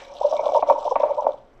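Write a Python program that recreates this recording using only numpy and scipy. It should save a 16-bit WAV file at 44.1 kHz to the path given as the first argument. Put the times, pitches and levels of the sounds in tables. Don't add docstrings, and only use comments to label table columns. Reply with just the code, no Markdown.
import sys
import numpy as np
from scipy import signal
from scipy.fft import rfft, irfft, next_fast_len
from scipy.io import wavfile

SR = 44100
rng = np.random.default_rng(int(sys.argv[2]) if len(sys.argv) > 2 else 0)


def digitize_waveform(pressure):
    field = np.atleast_2d(pressure).T
    bounded = np.clip(field, -1, 1)
    quanta = np.round(bounded * 32767).astype(np.int16)
    wavfile.write(sys.argv[1], SR, quanta)


def voltage_ratio(level):
    return 10 ** (np.asarray(level, float) / 20)


N = 70560

# t/s, level/dB, upper modes' level/dB, pestle ping level/dB
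KNOCKS = [(0.153, -20.5, -24.5, -39.5), (0.212, -29, -13, -47.5), (0.325, -11, -8, -48.5),
          (0.491, -11, -7.5, -52), (0.519, -16.5, -10.5, -46), (0.548, -12, -1, -50.5),
          (0.625, -5, -6, -33.5), (0.699, -3, -1, -35.5), (0.957, -4.5, -0.5, -26.5),
          (1.001, -6.5, -24, -34.5), (1.033, -10, -1, -30.5), (1.222, -27, -9, -59),
          (1.244, -11, -14.5, -49), (1.266, -6.5, -7.5, -40.5)]
BITE_SHARES = [0.32, 0.54, 0.13]
# f/Hz, level/dB, T60/s
LOW_MODES = [(516, -9.5, 0.026), (561.6, 4.5, 0.052), (644, -5, 0.018), (695.7, -4.5, 0.068),
             (783, -14, 0.085)]
HIGH_MODES = [(790.7, -6.5, 0.066), (925, 1.5, 0.045), (1007, -6, 0.053), (1107, -4, 0.04),
              (1327, -10.5, 0.025), (1456, -17.5, 0.045), (1640, -34.5, 0.076)]
# f/Hz, level/dB, T60/s
PESTLE_MODES = [(2050, -23.5, 0.14), (2120, -5.5, 0.017), (2335, 3, 0.023), (2680, -1.5, 0.013),
                (3300, -20.5, 0.011), (3800, -16, 0.012)]
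# f/Hz, level/dB, T60/s
BOARD_MODES = [(233.4, -36, 0.063), (286.9, -36, 0.22), (375, -41.5, 0.12)]


def knocks():
    knock_db, strike_spread_db, bite_lead_s = -6.5, 2, 0.001
    focus = 1.3
    splash_db, splash_t60_s = -4, 0.36
    t, db, high_db, ping_db = np.transpose(KNOCKS)
    modes = [(mode, 0 * db, 1) for mode in LOW_MODES]
    modes += [(mode, high_db + 6.0, -1) for mode in HIGH_MODES]

    bowl = np.zeros(N)
    for (hz, mode_db, t60), extra_db, sense in modes:
        luck_db = strike_spread_db * rng.standard_normal(len(t))
        strength = voltage_ratio(db + extra_db + focus * mode_db + luck_db)
        clicks = np.zeros(N)
        for cycle, share in enumerate(BITE_SHARES):
            clicks[((t - bite_lead_s + cycle / hz) * SR).astype(int)] = share * strength
        bowl += sense * ring(clicks, hz, t60)

    at = (t * SR).astype(int)
    on_pestle, on_board = np.zeros((2, N))
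    on_pestle[at] = voltage_ratio(db + ping_db)
    on_board[at] = voltage_ratio(db)
    ping = band(body(on_pestle, PESTLE_MODES), 1700, 4200)
    thud = band(body(on_board, BOARD_MODES), 190, 450)

    fade = signal.lfilter([voltage_ratio(splash_db)], [1, -voltage_ratio(-60 / (splash_t60_s * SR))], on_pestle + 1e-18)
    splash = band(fade * rng.standard_normal(N), 1140, 2490)
    return radiate(voltage_ratio(knock_db) * bowl) + ping + thud + splash


# peak t/s, level/dB, f/Hz, build-up time/s
JUDDERS = [(0.214, -12.5, 585, 0.0019), (0.253, -4.5, 573, 0.0064), (0.277, -14.5, 577, 0.027),
           (0.318, -13, 586, 0.0071), (0.329, -8, 595, 0.0029), (0.343, -13, 640, 0.0021),
           (0.363, -16, 585, 0.01), (0.398, -9.5, 600, 0.004), (0.404, -22.5, 563, 0.0049),
           (0.436, -14, 615, 0.0021), (0.468, -7.5, 586, 0.0035), (0.491, -11, 592, 0.0021),
           (0.522, -23.5, 577, 0.0015), (0.537, -10, 590, 0.003), (0.55, -6.5, 663, 0.0025),
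           (0.56, -7.5, 566, 0.0035), (0.574, -5.5, 605, 0.0026), (0.592, -17.5, 497, 0.0026),
           (0.629, -7, 630, 0.0009), (0.693, -6, 585, 0.0054), (0.701, -12.5, 575, 0.0011),
           (0.715, -2, 570, 0.0066), (0.733, -10, 573, 0.021), (0.74, -15.5, 563, 0.0035),
           (0.785, -16, 583, 0.0067), (0.855, -14.5, 636, 0.0028), (0.862, -12, 620, 0.0015),
           (0.875, -15, 551, 0.0031), (0.911, -20, 530, 0.0015), (0.921, -10, 521, 0.0036),
           (0.962, -12, 654, 0.0037), (1.004, -15, 608, 0.004), (1.038, -4.5, 596, 0.0035),
           (1.044, -33.5, 550, 0.0072), (1.06, -18.5, 625, 0.0014), (1.068, -19, 598, 0.016),
           (1.099, -18.5, 599, 0.0022), (1.12, -11.5, 569, 0.013), (1.182, -16.5, 560, 0.0078),
           (1.19, -14, 594, 0.007), (1.2, -20.5, 562, 0.0064), (1.225, -21, 602, 0.0045),
           (1.258, -17.5, 553, 0.0034), (1.269, -6, 631, 0.0014), (1.291, -16, 547, 0.0025),
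           (1.298, -15.5, 572, 0.011)]
# peak t/s, level/dB, f/Hz, build-up time/s
HIGH_JUDDERS = [(0.217, -13.5, 812, 0.0016), (0.235, -21.5, 966, 0.0048), (0.254, -17.5, 915, 0.0018),
                (0.327, -27.5, 985, 0.0016), (0.395, -17.5, 921, 0.0031), (0.462, -20, 802, 0.0069),
                (0.47, -19, 1042, 0.0027), (0.493, -15, 901, 0.003), (0.522, -15, 732, 0.00098),
                (0.55, -25.5, 770, 0.0012), (0.561, -11, 922, 0.0039), (0.57, -10, 933, 0.0074),
                (0.585, -21, 1014, 0.0017), (0.594, -16.5, 834, 0.0011), (0.627, -9.5, 870, 0.00086),
                (0.703, -18, 864, 0.0097), (0.713, -42, 925, 0.0068), (0.723, -23.5, 1030, 0.002),
                (0.732, -29, 880, 0.002), (0.762, -17, 928, 0.0029), (0.788, -23.5, 930, 0.0046),
                (0.869, -21.5, 934, 0.0023), (0.88, -12, 886, 0.0014), (0.915, -15, 999, 0.003),
                (0.924, -11.5, 813, 0.0012), (0.96, -17, 904, 0.002), (1.006, -20.5, 967, 0.0028),
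                (1.018, -19.5, 977, 0.0043), (1.037, -21, 993, 0.0063), (1.045, -21.5, 837, 0.002),
                (1.109, -18.5, 872, 0.0043), (1.186, -18, 933, 0.0035), (1.195, -16.5, 934, 0.004),
                (1.202, -15.5, 910, 0.002), (1.222, -20.5, 814, 0.0019), (1.268, -7.5, 868, 0.0007)]


def judders():
    judder_db, ring_db = -1, -51.5
    let_go_s, catch_lead_s = 0.0026, 0.00043
    suddenness = 0.9
    lines = np.zeros((2, N))
    for line, rows in zip(lines, (JUDDERS, HIGH_JUDDERS)):
        for t, db, hz, build_s in rows:
            i = np.arange(max(int((t - 0.05) * SR), 0), int((t + 0.04) * SR))
            age = i / SR - t + catch_lead_s
            build = -(age / max(build_s, 0.001)) ** 2 * suddenness
            let_go = 1 - np.sqrt(1 + (age / let_go_s) ** 2)
            envelope = np.exp(np.where(age < 0, build, let_go))
            line[i] += voltage_ratio(db + judder_db) * envelope * np.cos(2 * np.pi * hz * age)
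    sent = highpass(lines.sum(axis=0), 380)
    ringing = body(lines[0], LOW_MODES) + body(lines[1], HIGH_MODES)
    return sent + voltage_ratio(ring_db) * radiate(ringing)


# t/s, level/dB
PRESSURE = [(0, -37), (.19, -33.5), (.23, -25), (.45, -21), (.59, -36.5), (.62, -64.5), (.67, -19),
            (.73, -17.5), (.82, -28), (.9, -25.5), (.95, -37), (1.06, -15.5), (1.145, -26), (1.2, -24),
            (1.3, -23), (1.37, -39.5), (1.44, -58), (1.6, -82)]


def rumble():
    bumps_per_s, bump_spread_db = 1500, 3.0
    rumble_db, waver_db = -10.0, 1.8
    high_db, ping_db = -5, -36
    push = voltage_ratio(in_time(PRESSURE) + rumble_db + waver_db * drift(20))
    low, high, ping = (grains(bumps_per_s, bump_spread_db) for _ in range(3))
    out = rms_one(body(band(low, 350, CONTACT_HZ), LOW_MODES + BOARD_MODES))
    out += voltage_ratio(high_db) * rms_one(body(radiate(high), HIGH_MODES))
    out += voltage_ratio(ping_db) * rms_one(body(ping, PESTLE_MODES))
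    return push * out


# t/s, level/dB
SLIDE = [(0, -50.5), (.12, -52.5), (.29, -45.5), (.37, -45.5), (.4, -54), (.46, -44), (.6, -51),
         (.635, -62), (.695, -41.5), (.745, -57.5), (.79, -50.5), (.94, -47), (.98, -65.5), (1.01, -53),
         (1.14, -55), (1.34, -62), (1.4, -70), (1.6, -75)]
# middle t/s, half length/s, level/dB
DUST = [
    (.04, .07, 10),
    (.17, 0.039, 9.5),
    (.335, .04, 3),
    (.56, 0.034, 3.5),
    (.7, .004, 5),
    (.81, .03, 2.5),
    (.89, .04, 4.5),
    (1.215, .025, 8),
    (1.33, 0.012, 8),
]


def grit():
    grains_per_s, spread_db = 5200, 3.5
    grit_db, patch_db, dust_floor_db = -3.5, 3, -8
    burst = drift(70)
    sources = []
    for _ in HOLLOW:
        patches = voltage_ratio(patch_db * (burst + 0.9 * drift(30)))
        sources.append(grains(grains_per_s, spread_db) * patches)
    sources[-1] *= voltage_ratio(dust_floor_db) + swells(DUST)
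    return voltage_ratio(in_time(SLIDE) + grit_db) * rms_one(hollow(sources))


# f/Hz, bandwidth/Hz, level/dB
HOLLOW = [(2480, 73, -12), (3400, 1140, 6), (3900, 570, -11), (4900, 210, -8), (5650, 1000, 1),
          (7600, 1000, -9), (8920, 620, -7.5), (11200, 2700, -12.5)]


def hollow(sources):
    out = 0
    for x, (hz, width, db) in zip(sources, HOLLOW):
        out = out + voltage_ratio(db) * band(x, hz - width / 2, hz + width / 2) / np.sqrt(width / SR)
    return out


# t/s, peak level/dB, f/Hz
CRACKS = [(0.0942, -39, 3980), (0.139, -30.5, 5600), (0.186, -31, 4220), (0.2656, -29.5, 4140),
          (0.3486, -30, 5700), (0.3669, -20.5, 3610), (0.4575, -20.5, 3410), (0.4802, -25, 3470),
          (0.5217, -30, 5620), (0.535, -47.5, 3900), (0.5643, -22.5, 5150), (0.6909, -29, 3430),
          (0.857, -30, 3580), (0.9554, -32.5, 3400), (0.9989, -31, 5340), (1.0068, -28.5, 3460),
          (1.0225, -31, 3600), (1.1544, -45, 5600), (1.2093, -31.5, 5690), (1.3202, -34, 3530),
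          (1.377, -43.5, 3240)]


def cracks():
    crack_db, tick_db, cycles = -9, -12.5, 40
    out, ticks = np.zeros((2, N))
    for t, db, hz in CRACKS:
        i = int(t * SR)
        click = np.zeros(500)
        click[0] = voltage_ratio(db + crack_db)
        ticks[i] = voltage_ratio(db + tick_db)
        out[i:i + 500] += ring(click, hz, cycles / hz)[:N - i]
    return highpass(out, 2500) + hollow([ticks] * len(HOLLOW)) / 2


# middle t/s, half length/s, level/dB
SINGS = [
    (.03, 0.1, -58.5),
    (.39, 0.026, -46),
    (.47, 0.024, -55.5),
    (.56, 0.081, -60),
    (.71, 0.023, -50),
    (1.06, 0.085, -60),
    (1.23, 0.04, -77.5),
]


def singing():
    hz, width_hz = 2300, 150
    tone = band(grains(3000, 2.5), hz - width_hz / 2, hz + width_hz / 2)
    return swells(SINGS) * rms_one(tone)


def kitchen(x):
    t60_s, wall_cut_hz = 0.37, 3000
    size = next_fast_len(2 * N)
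    hz = np.arange(size // 2 + 1) * SR / size
    response = 0
    for k, lag in enumerate(rng.uniform(0.014, 0.04, 10)):
        loss = voltage_ratio(-60 * lag / t60_s) / (1 + 1j * hz / wall_cut_hz)
        echo = loss * np.exp(-2j * np.pi * hz * lag)
        response = response + (-1) ** k * echo / (1 - echo)
    return irfft(rfft(x, size) * response, size)[:N]


# f/Hz, spectral level/dB
AIR = [(20, 3), (40, -10.5), (70, -18.5), (200, -19.5), (600, -14.5), (1600, -28.5), (3500, -45.5),
       (8000, -66), (12000, -41.5)]


def air():
    air_db, hum_hz, hum_db = -53, 119, -70
    rustle_db, rustle_t60_s = -43, 0.29
    edges = 18 * 2 ** np.arange(0, 9.9, 0.5)
    white = rng.standard_normal((2, N + 9000))
    hz, db = np.transpose(AIR)
    room = 0
    for k, (low, high) in enumerate(zip(edges, edges[1:])):
        band_db = np.interp(np.log(low * high) / 2, np.log(hz), db)
        room = room + band(white[k % 2], low, high)[9000:] * voltage_ratio(band_db + 2 * drift(6.0))
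    t = np.arange(N) / SR
    hum = voltage_ratio(hum_db + 4.5 * drift(3.9)) * np.sin(2 * np.pi * hum_hz * t)
    rustle = rms_one(band(grains(5100, 1.5), 353, 2510))
    return voltage_ratio(air_db) * rms_one(room) + hum + voltage_ratio(rustle_db - 60 * t / rustle_t60_s) * rustle


def ring(force, hz, t60):
    r, w = voltage_ratio(-60 / (t60 * SR)), 2 * np.pi * hz / SR
    return signal.lfilter([0, np.sin(w)], [1, -2 * r * np.cos(w), r * r], force + 1e-18)


def body(force, modes):
    out = 0
    for k, (hz, db, t60) in enumerate(modes):
        out = out + (-1) ** k * voltage_ratio(db) * ring(force, hz, t60)
    return out


CONTACT_HZ = 1273


def radiate(x):
    x = highpass(x, 675, order=4)
    return signal.sosfilt(signal.butter(4, CONTACT_HZ, fs=SR, output="sos"), x)


def grains(per_s, spread_db):
    sizes = voltage_ratio(spread_db * np.minimum(rng.exponential(1, N), 4))
    signs = rng.choice([-1, 1], N)
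    return sizes * signs * (rng.random(N) < per_s / SR)


def drift(rate_hz):
    r = np.exp(-2 * np.pi * rate_hz / SR)
    return rms_one(signal.lfilter([1], [1, -2 * r, r * r], rng.standard_normal(N + 9000))[9000:])


def swells(rows):
    t = np.arange(N) / SR
    return sum(voltage_ratio(db) * np.exp(-((t - s) / max(half, 0.003)) ** 6) for s, half, db in rows)


def in_time(rows):
    t, db = np.transpose(rows)
    return np.interp(np.arange(N) / SR, t, db)


def rms_one(x):
    return x / np.sqrt(np.mean(x ** 2) + 1e-20)


def band(x, low_hz, high_hz, order=2):
    return signal.sosfilt(signal.butter(order, [low_hz, high_hz], "band", fs=SR, output="sos"), x)


def highpass(x, hz, order=2):
    return signal.sosfilt(signal.butter(order, hz, "high", fs=SR, output="sos"), x)


def scene():
    kitchen_db = -24.5
    mortar = knocks() + judders() + rumble() + grit() + cracks() + singing()
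    return (mortar + voltage_ratio(kitchen_db) * kitchen(mortar) + air())[None]


def band_limit(x):
    return signal.sosfilt(signal.butter(12, 15700, fs=SR, output="sos"), x)


def record(dry):
    cutoff_hz, leak_db = 8700, -15
    kept = signal.sosfilt(signal.cheby2(12, 60, cutoff_hz * 1.101, fs=SR, output="sos"), dry)
    leak = band(dry, 9600, 15000, order=4)
    return band_limit(kept + voltage_ratio(leak_db) * leak)


dry = scene()
out = record(dry)
digitize_waveform(out)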